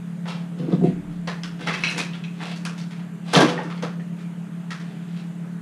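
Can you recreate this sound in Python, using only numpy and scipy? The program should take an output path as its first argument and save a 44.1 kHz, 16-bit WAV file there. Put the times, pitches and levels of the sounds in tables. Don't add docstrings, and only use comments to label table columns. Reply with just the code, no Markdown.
import sys
import numpy as np
from scipy import signal
from scipy.io import wavfile
from scipy.ndimage import uniform_filter1d

SR = 44100
rng = np.random.default_rng(int(sys.argv[2]) if len(sys.argv) > 2 else 0)


def voltage_ratio(decibels):
    exponent = np.asarray(decibels, float) / 20
    return 10 ** exponent


def materialize(psi):
    bounded = np.clip(np.atleast_2d(psi).T, -1, 1)
    quanta = np.round(bounded * 32767).astype(np.int16)
    wavfile.write(sys.argv[1], SR, quanta)


N = 247401
STROKE_DB = 30

# (f/Hz, level/dB)
SLAB = [(165, 0), (250, 4.5), (312, 3.5), (385, -0.5), (490, 2.5), (694, -8), (1150, -15), (1595, -16.5)]


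def evened(x):
    return x / np.sqrt(np.mean(x ** 2) + 1e-20)


def read(points, hz):
    f, value = np.transpose(points)
    return np.interp(np.log(hz + 1), np.log(f + 1), value)


def add(mix, s, sound):
    part = mix[round(s * SR):][:len(sound)]
    part += sound[:len(part)]


def resonate(x, hz, width):
    turn = np.exp(2j * np.pi * hz * np.arange(len(x)) / SR)
    r = np.exp(-np.pi * width / SR)
    for _ in range(2):
        x = 2 * (turn * signal.lfilter([1 - r], [1, -r], x / turn)).real
    return evened(x)


def ring(hz, t60, phase=0, size=SR // 2):
    t = np.arange(size) / SR
    return voltage_ratio(-60 * t / t60) * np.sin(2 * np.pi * hz * t + phase)


def soft_ring(hz, t60, start, size):
    return ring(hz, t60, size=size) - ring(hz, start * t60, size=size)


def causal(points, size):
    gain = np.log(voltage_ratio(read(points, abs(np.fft.fftfreq(size, 1 / SR)))))
    return np.fft.ifft(np.exp(np.conj(signal.hilbert(gain)))).real[:size // 2]


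def stroke(s, rise, fall):
    t = np.arange(N) / SR - s
    return voltage_ratio(-STROKE_DB * np.maximum(-t / max(rise, 1e-3), t / max(fall, 1e-3)))


def three_bands(x):
    # (lowest f/Hz, highest f/Hz)
    bands = [(350, 1360), (1000, 3890), (4000, 9200)]
    return [signal.sosfilt(signal.butter(2, b, "band", fs=SR, output="sos"), x) for b in bands]


def saw():
    hum_hz = [135.89, 164.69, 171.65, 200.4, 207.41, 214.4, 286.0, 407.5, 643.5]
    hum_db = [-50.5, -44.5, -32, -64, -42, -80, -55, -67, -75.5]
    # (f/Hz, width/Hz, level/dB rms)
    frame_parts = [(156.3, 13.3, -44.5), (174.8, 17, -44), (340, 6.3, -71), (377, 7.2, -64), (433, 8, -63),
                   (247.2, 9, -59), (303.2, 6.8, -56), (410.6, 43, -57), (652, 11, -63.5)]
    # (f/Hz, level/dB per Hz)
    air_colour = [(20, -41), (85, -54), (120, -29.5), (150, -15.5), (259, -18.5), (416, -26.5),
                  (581, -23.5), (1100, -28.5), (1580, -28.5), (3000, -36), (5400, -48.5), (6400, -43),
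                  (9000, -45), (15500, -58.5)]
    air_db, patch_db = -48, 1.36
    waver_db, waver_per_s = 1.43, 6
    t = np.arange(N) / SR - .1063

    shake = rng.standard_normal(N)
    frame = sum(voltage_ratio(db) * resonate(shake, hz, width) for hz, width, db in frame_parts)

    a, b, patches = rng.standard_normal((N // 512 + 5, 1025, 3)).T
    patches = uniform_filter1d(patches, size=20, axis=0)
    patches = evened(uniform_filter1d(patches, size=8, axis=1))
    level_db = read(air_colour, np.fft.rfftfreq(2048, 1 / SR))[:, None] + patch_db * patches
    air = signal.istft((a + 1j * b) * voltage_ratio(level_db), nperseg=2048, noverlap=1536)[1][:N]

    tones = np.zeros(N)
    for hz, db, steps in zip(hum_hz, hum_db, rng.standard_normal((len(hum_hz), 64))):
        waver = waver_db * np.interp(t * waver_per_s, np.arange(64) - 2, steps)
        tones += np.sqrt(2) * voltage_ratio(db + waver) * np.cos(2 * np.pi * hz * t)
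    return tones + frame + voltage_ratio(air_db) * evened(air)


def sway():
    # (strongest t/s, rise t/s, fall t/s, slow rock level/dB, quick rock level/dB)
    pushes = [
        (.69, .25, .5, -63, -64),
        (.93, .3, 0.43, -51, -49),
        (1.07, .3, 0.36, -48, -54),
        (1.45, 0.37, .4, -67, -70),
        (1.8, .8, 0.26, -68, -64),
        (2.2, .8, 0.28, -70, -66),
        (3.37, .06, 0.3, -62, -59),
        (3.84, .03, .1, -68, -66),
    ]
    rest_db = -79
    push = rng.standard_normal(N)
    slow, quick = resonate(push, 33, 19), resonate(push, 66, 30)
    out = voltage_ratio(rest_db) * (slow + quick)
    for s, rise, fall, slow_db, quick_db in pushes:
        out += stroke(s, rise, fall) * (voltage_ratio(slow_db) * slow + voltage_ratio(quick_db) * quick)
    return out


def slides():
    # (hardest t/s, rise t/s, fall t/s, drag level/dB, weight/dB)
    strokes = [(.282, .022, 0.18, -26, 7), (.592, 0.043, 0.083, -37.5, 3), (.726, 0.17, 0.038, -41, 16),
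               (.86, 0.12, 0.11, -34, -60), (1.13, .06, 0.09, -44.5, -20), (4.19, 0.087, .1, -40.5, -45),
               (1.61, 0.027, 0.39, -34, 0), (1.674, 0.033, 0.14, -28.5, 14.5), (1.85, 0.29, 0.28, -27, -2),
               (1.98, 0.016, 0.06, -19.5, -2), (2.152, 0.049, 0.068, -35, 3), (2.43, 0.096, 0.18, -32.5, 7),
               (2.521, 0.25, 0.04, -28.5, 4), (2.782, 0.054, .04, -39.5, -14), (2.908, .02, 0.26, -41, -2),
               (3.275, .04, 0.14, -30, 7.5), (3.339, 0.03, 0.17, -14.5, -2), (3.59, 0.21, 0.27, -48, 28.5),
               (3.79, 0.22, .03, -42, -4), (4.9, 0.6, 0.22, -42.5, -19), (5.09, 0.075, .15, -54, -11),
               (5.184, 0.25, 0.15, -40, -2)]
    slip_db = 2.5 * np.minimum(rng.exponential(1, N), 3.5)
    slips = voltage_ratio(slip_db) * rng.standard_normal(N) * (rng.random(N) < 1500 / SR)
    body, middle, grit = map(evened, three_bands(slips))
    out = np.zeros(N)
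    for s, rise, fall, drag_db, weight_db in strokes:
        low, high = voltage_ratio(-5.5 + weight_db), voltage_ratio(-18 - 0.12 * weight_db)
        out += voltage_ratio(drag_db - 13.0) * stroke(s, rise, fall) * (middle + low * body + high * grit)
    return out


def judder():
    # (hardest t/s, rise t/s, fall t/s, slab level/dB, boom level/dB against the slab)
    moves = [(.6, 0.022, 0.17, -35, 1), (0.744, 0.23, 0.033, -16, -12), (.845, 0.065, 0.074, -14.5, -2),
             (.91, .05, 0.053, -50, 14), (.97, 0.052, 0.17, -52, 6), (1.116, 0.051, 0.098, -47, 14),
             (1.614, 0.05, 0.18, -27, -16.5), (1.675, 0.019, 0.55, -28.5, 6), (1.845, .06, 0.23, -50, 28),
             (1.976, 0.095, 0.19, -26.5, -10), (2.035, .1, 0.038, -35, -11), (3.338, 0.01, 0.31, -18, -25),
             (3.365, 0.032, 0.14, -14, 4), (3.492, 0.19, .13, -15, -14), (3.586, 0.028, 0.39, -32, -15.5)]
    slip_db = 2.0 * rng.exponential(1, N)
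    slips = voltage_ratio(slip_db) * rng.standard_normal(N) * (rng.random(N) < 1500 / SR)
    boom, *upper = [voltage_ratio(g) * resonate(slips, hz, 37) for hz, g in SLAB[:6]]
    slab = evened(sum(upper))
    out = np.zeros(N)
    for s, rise, fall, db, boom_db in moves:
        out += voltage_ratio(db - 9.5) * stroke(s, rise, fall) * (slab + voltage_ratio(boom_db) * boom)
    return out


def thuds():
    # (t/s, peak level/dB, ring f/Hz, brightness/dB per octave, t60/s)
    blows = [(0.594, -14.5, 157, -5, 0.072), (0.629, -10.5, 172, -10.5, 0.07), (0.683, -9, 305, -4, 0.082),
             (0.727, -6.5, 298, -13.5, 0.087), (0.777, -16, 215, -18, 0.09), (0.806, -6.5, 186, -20, 0.23),
             (0.839, 1.5, 346, -17.5, 0.037), (0.882, -13, 192, -10, 0.12), (0.903, -35, 208, -40, 0.09),
             (1.964, -18, 173, 8, 0.038), (3.331, -21, 467, 13, 0.07), (3.363, -5, 230, -6, 0.044),
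             (3.388, -6.5, 400, 14.5, 0.15), (3.408, -10, 361, -5, 0.038), (3.429, -22, 250, -1.5, 0.051),
             (3.445, -4.5, 238, -5, 0.03), (3.586, -25, 180, -3, 0.2), (3.833, -14.5, 165, 7.5, 0.18)]
    out = np.zeros(N)
    rise = 1 - np.exp(-np.arange(round(.5 * SR)) / SR / 0.0025)
    for s, db, hz, bright_db, t60 in blows:
        chance = rng.random((len(SLAB), 2))
        t60 = np.clip(t60, .02, .4)
        slab = 0
        for (f, g), (u, v) in zip(SLAB, chance):
            slab_db = g + 0.94 * u + bright_db * np.log2(f / 300)
            slab = slab + voltage_ratio(slab_db) * ring(f, t60, 2 * np.pi * v)
        body = rise * (ring(hz, t60) + 0.2 * slab)
        add(out, s, voltage_ratio(db - 5.0) * body / abs(body).max())
    return out


def clatter():
    # (hardest t/s, rise t/s, fall t/s, peak level/dB, middle ring f/Hz)
    bursts = [
        (1.69, 0.028, 0.24, -27.5, 2180),
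        (1.86, 0.033, 0.27, -26, 2740),
        (2.0, 0.034, 0.13, -35, 3020),
        (3.35, 0.019, 0.14, -29, 2820),
        (3.42, .08, .22, -26.5, 1190),
        (3.84, .02, 0.11, -44, 797),
    ]
    count, octaves, spread_db, cycles = 24, 1.093, 10, 31
    out = np.zeros(N)
    for s, rise, fall, db, hz in bursts:
        for when, size, pitch in zip(rng.random(count), *rng.uniform(-0.98, 1, (2, count))):
            at = s - rise / 2 + when * (rise + fall) / 2
            f = hz * 2 ** (octaves * pitch)
            fade_db = -STROKE_DB * max((s - at) / rise, (at - s) / fall)
            knock = soft_ring(f, cycles / f, 2 / cycles, 4096)
            add(out, at, voltage_ratio(db + fade_db + spread_db * size) * knock)
    return out


def solids():
    # (t/s, f/Hz, peak level/dB, t60/s)
    blows = [(.598, 480, -39, .08), (.628, 500, -37, .1), (.679, 460, -24, .09), (.69, 790, -38, .06),
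             (.718, 710, -33, .08), (.72, 995, -37, .12), (.724, 1250, -41, 0.09), (.726, 182, -23, .05),
             (.729, 497, -21.5, .12), (2.561, 4496, -43, 0.11), (.856, 378, -20, 0.061),
             (.733, 300, -20, .09), (.812, 705, -32, 0.089), (.822, 385, -17, .08), (.85, 500, -25, .08),
             (.905, 216, -13, 0.033), (1.276, 1054, -27.5, .08), (1.3, 1730, -39, 0.045),
             (1.674, 1420, -22.5, 0.036), (1.69, 2040, -27, .08), (1.738, 2013, -26, .07),
             (1.757, 3210, -29, .04), (1.885, 4080, -26, .06), (2.0, 2490, -21.5, .06),
             (2.142, 1390, -39, .1), (2.666, 1372, -30.5, .07), (3.351, 3120, -15.5, .06),
             (3.363, 173.5, -9, 0.19), (3.366, 480, -14, 0.067), (3.37, 696, -19, 0.08),
             (3.392, 920, -17, .07), (3.41, 437, -11, 0.054), (3.426, 311, -4.5, 0.11),
             (3.43, 585, -22, 0.053), (3.452, 370, -9, .05), (3.836, 1260, -30, 0.086),
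             (3.65, 303, -29, .15), (4.706, 1500, -32, .05), (4.714, 1317, -37, .08),
             (4.718, 1905, -35, .06), (4.708, 4250, -39, .025), (4.798, 1790, -40, .06),
             (3.336, 3930, -20, .02), (3.418, 1640, -16, .06), (1.846, 2500, -16, .04),
             (.82, 560, -30, .05)]
    out = np.zeros(N)
    for s, hz, db, t60 in blows:
        add(out, s, voltage_ratio(db) * soft_ring(hz, t60, .06, SR // 5))
    return out


def pings():
    # (t/s, f/Hz, peak level/dB, t60/s)
    offcuts = [(0.73, 178, -13.5, 0.09), (.727, 465, -20.5, 0.052), (0.96, 293, -32.5, 0.79),
               (3.337, 1600, -24, .06), (.836, 700, -26.5, 0.087), (.853, 695, -24, 0.16),
               (.872, 310, -17, 0.046), (.9, 307, -25.5, 0.073), (2.8, 4450, -41.5, 0.13),
               (2.672, 1600, -36, 0.06), (3.826, 600, -36, 0.23), (3.83, 480, -28, 0.25),
               (1.612, 1540, -37, 0.1), (2.656, 1700, -41, 0.11), (3.375, 1670, -19, 0.1),
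               (3.366, 1160, -18, 0.13), (3.412, 1150, -24, 0.04), (3.578, 1850, -26, 0.064),
               (3.588, 850, -22.5, 0.17), (3.7, 1300, -34, 0.18), (3.778, 4370, -41, 0.032),
               (3.997, 1860, -38, 0.094), (4.2, 1800, -48, 0.094)]
    spread, side_db = .045, -3
    out = np.zeros(N)
    for (s, hz, db, t60), (below, above) in zip(offcuts, rng.uniform(0.12, 1, (len(offcuts), 2))):
        for split, g in ((1, 0), (1 - spread * below, side_db), (1 + spread * above, side_db)):
            tone = ring(hz * split, t60, size=SR // 3) - ring(hz * split, 0.073 * t60, size=SR // 3)
            add(out, s, voltage_ratio(db - 4.0 + g) * tone)
    return out


def ticks():
    # (t/s, f/Hz, peak level/dB, t60/s)
    splinters = [(.725, 3620, -37, .02), (1.435, 5160, -24.5, 0.005), (1.435, 3230, -28.5, .03),
                 (1.837, 2360, -12.5, 0.026), (2.135, 3200, -31, 0.0057), (1.813, 10000, -40, 0.0046),
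                 (1.851, 8500, -39, .004), (1.88, 7970, -35, .005), (1.888, 10500, -35, .006),
                 (1.9, 9500, -32, .006), (1.962, 9000, -36, .005), (1.981, 6940, -30, 0.0055),
                 (1.986, 10000, -32, .008), (1.992, 9000, -30, .008), (2.015, 8000, -34, .006),
                 (2.015, 4000, -27, 0.0089), (3.358, 3700, -19, .008), (3.391, 3000, -21, .008),
                 (3.412, 3900, -19, .008), (3.433, 3200, -25, .008), (2.652, 9800, -20, 0.0012),
                 (2.652, 4700, -27, 0.012), (2.652, 2450, -26.5, 0.024), (2.815, 5470, -39, 0.008),
                 (3.3374, 9100, -23.5, 0.0078), (3.34, 3920, -19, .01), (3.347, 4750, -29, 0.0081),
                 (3.352, 3500, -16, 0.012), (3.3635, 2400, -14, .005), (3.3635, 9000, -25, .004),
                 (3.406, 9600, -24.5, .005), (1.2748, 4500, -30.5, 0.011), (1.2765, 5860, -35, .01),
                 (1.3, 4000, -30, .008), (2.249, 2490, -37, .01), (2.249, 3700, -37, .008),
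                 (2.24, 3300, -34, .008), (1.673, 5560, -31, .006), (1.737, 5600, -34, .008),
                 (3.353, 4270, -12.5, 0.013), (3.363, 5870, -21, 0.0074), (3.406, 6030, -28, 0.0066),
                 (3.484, 3220, -23, 0.0089), (3.634, 8500, -46, 0.0065), (3.8253, 6100, -35, 0.0072),
                 (4.7058, 1930, -31.5, 0.025)]
    out = np.zeros(N)
    for s, hz, db, t60 in splinters:
        add(out, s, voltage_ratio(db + 3.0) * soft_ring(hz, min(t60, .012), .04, 1024))
    return out


def chinks():
    # (t/s, peak level/dB)
    strikes = [
        (1.737, -27.5),
        (1.8377, -11.5),
        (1.8696, -17.5),
        (1.9902, -28.5),
        (2.2385, -36),
    ]
    # (f/Hz, level/dB, t60/s)
    steel = [(2250, -6, 0.017), (2543, -6.5, 0.038), (2554, 1, 0.021), (2710, -15, 0.014),
             (3300, -15, 0.033), (3970, -9, 0.022), (5740, -12.5, 0.01)]
    out = np.zeros(N)
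    rise = 1 - np.exp(-np.arange(round(.5 * SR)) / SR / 0.000087)
    for s, db in strikes:
        tones = 0
        for hz, g, t60 in steel:
            tones = tones + voltage_ratio(db - 2.5 + g) * ring(hz, min(t60, .05), 2 * np.pi * rng.random())
        add(out, s, rise * tones)
    return out


def knocks():
    # (t/s, peak level/dB, ring f/Hz, body/dB, snap/dB against the peak)
    handled = [(0.256, -28, 1520, 2, -24), (0.724, -36, 1020, 13, -12), (1.274, -19, 1820, 0.5, -16),
               (1.301, -32, 1700, 0, -12), (1.4339, -22, 1540, -25, -12.5), (1.592, -30.5, 1580, -7, -20),
               (1.6716, -12.5, 2100, -9.5, -20), (1.7355, -18.5, 2070, -19, -13.5),
               (1.8347, -20, 2550, -7, -11), (1.9012, -25, 2530, -9, -2), (1.9794, -16, 2360, -5, -5.5),
               (2.1339, -29.5, 3260, -26, -25), (2.2386, -42, 2580, -25, -7), (2.4031, -25.5, 1730, 0, -35),
               (2.5604, -38, 4500, -19, 1), (2.6521, -20.5, 1510, -14.5, -8), (2.6946, -40.5, 1420, 5, -23),
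               (2.7786, -32, 3900, -11, -4), (2.8144, -33, 975, -21, -12), (2.9084, -33.5, 2430, -9, -12),
               (2.9911, -35, 997, -5, -22)]
    # (t/s, peak level/dB, ring f/Hz, body/dB, snap/dB against the peak)
    landed = [(3.3349, -8, 1300, 3.5, -8), (3.3494, -7.5, 3250, 2, -18), (3.3635, -12, 1190, 13.5, -5.5),
              (3.406, -6, 900, 4, -13), (3.4876, -14, 1350, -19, -14.5), (3.5763, -26, 1860, 11.5, -33),
              (3.6334, -35, 870, 0, -7), (3.7015, -23.5, 1360, -18, -22), (3.7764, -34, 2190, -3, -21),
              (3.825, -19.5, 1300, 1, -14), (3.9964, -39.5, 1930, 7, -24), (4.2051, -40, 1630, -23, -14),
              (4.7064, -20, 1600, -19, -13), (4.801, -34, 1940, -12, -9)]
    direct, sent = np.zeros((2, N))
    for rows, near_db in ((handled, 1.64), (landed, 2.5)):
        for s, db, hz, body_db, snap_db in rows:
            colour = [(150, body_db - 1.5), (600, body_db + 8.5), (1300, 0.5), (3000, -4.0),
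                      (6300, snap_db + 2.0), (7600, snap_db - 3), (11000, snap_db - 3.5),
                      (14500, snap_db - 18), (20000, snap_db - 54)]
            click = voltage_ratio(-10.0) * ring(hz, 0.0053, size=512) + causal(colour, size=1024) * voltage_ratio(15.5)
            add(direct, s, voltage_ratio(db + near_db) * click)
            add(sent, s, voltage_ratio(db - near_db) * click)
    return direct, sent


def shed(x):
    # (f/Hz, t60/s)
    fade = [(200, 0.6), (500, 0.34), (1500, 0.44), (3500, 0.35), (9000, 0.31)]
    # (f/Hz, level/dB)
    tone = [(300, -2), (2000, 1), (5000, 0.5), (11000, -6)]
    out, turn = np.zeros(N), np.arange(N) / SR * 2.3
    for k in range(3):
        taps, at = np.zeros(SR), np.arange(60, SR - 20, 20)
        early = 1 + 0.48 * np.exp(-at / SR / 0.1)
        taps[at + rng.integers(0, 20, len(at))] = early * rng.standard_normal(len(at))
        hz, t, z = signal.stft(taps, SR, nperseg=256)
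        level_db = read(tone, hz)[:, None] - 60 * t / read(fade, hz)[:, None]
        tail = signal.istft(z * voltage_ratio(level_db), SR, nperseg=256)[1]
        share = np.sqrt(2 / 3) * np.cos(np.pi * (turn + k / 3))
        out += signal.fftconvolve(x * share, tail / np.linalg.norm(tail))[:N]
    return out


def housing(x):
    # (f/Hz, level/dB)
    mic = [(60, -34.5), (105, -36.5), (135, -1.5), (6000, 1), (9500, -0.5), (12500, -8.5), (16000, -6)]
    return signal.fftconvolve(x, causal(mic, size=8192))[:N]


def scene():
    hits, sent = knocks()
    steel = chinks()
    rings = pings() + solids()
    near = ticks()
    bumps = thuds() + judder()
    drag = slides()
    loose = clatter()
    to_shed = voltage_ratio(9) * sent + voltage_ratio(4) * steel + voltage_ratio(-12.5) * rings + voltage_ratio(-6.5) * near
    to_shed += voltage_ratio(-9.5) * bumps + voltage_ratio(-1.5) * drag + voltage_ratio(-8) * loose
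    wet = shed(to_shed)
    work = voltage_ratio(-6.5) * hits + voltage_ratio(0.5) * steel + rings + near + bumps + drag + loose + wet
    return (saw() + sway() + housing(work))[None]


def roll_off(x):
    return signal.sosfilt(signal.butter(12, 15750, fs=SR, output="sos"), x)


def record(dry):
    over = np.maximum(abs(dry) - .8, 0)
    room = .12
    rounded = dry - np.sign(dry) * (over - room * np.tanh(over / room))
    edge = signal.firwin(255, 15250, window=("kaiser", 9), fs=SR)
    return roll_off(signal.oaconvolve(rounded, edge[None], "same"))


dry = scene()
out = record(dry)
materialize(out)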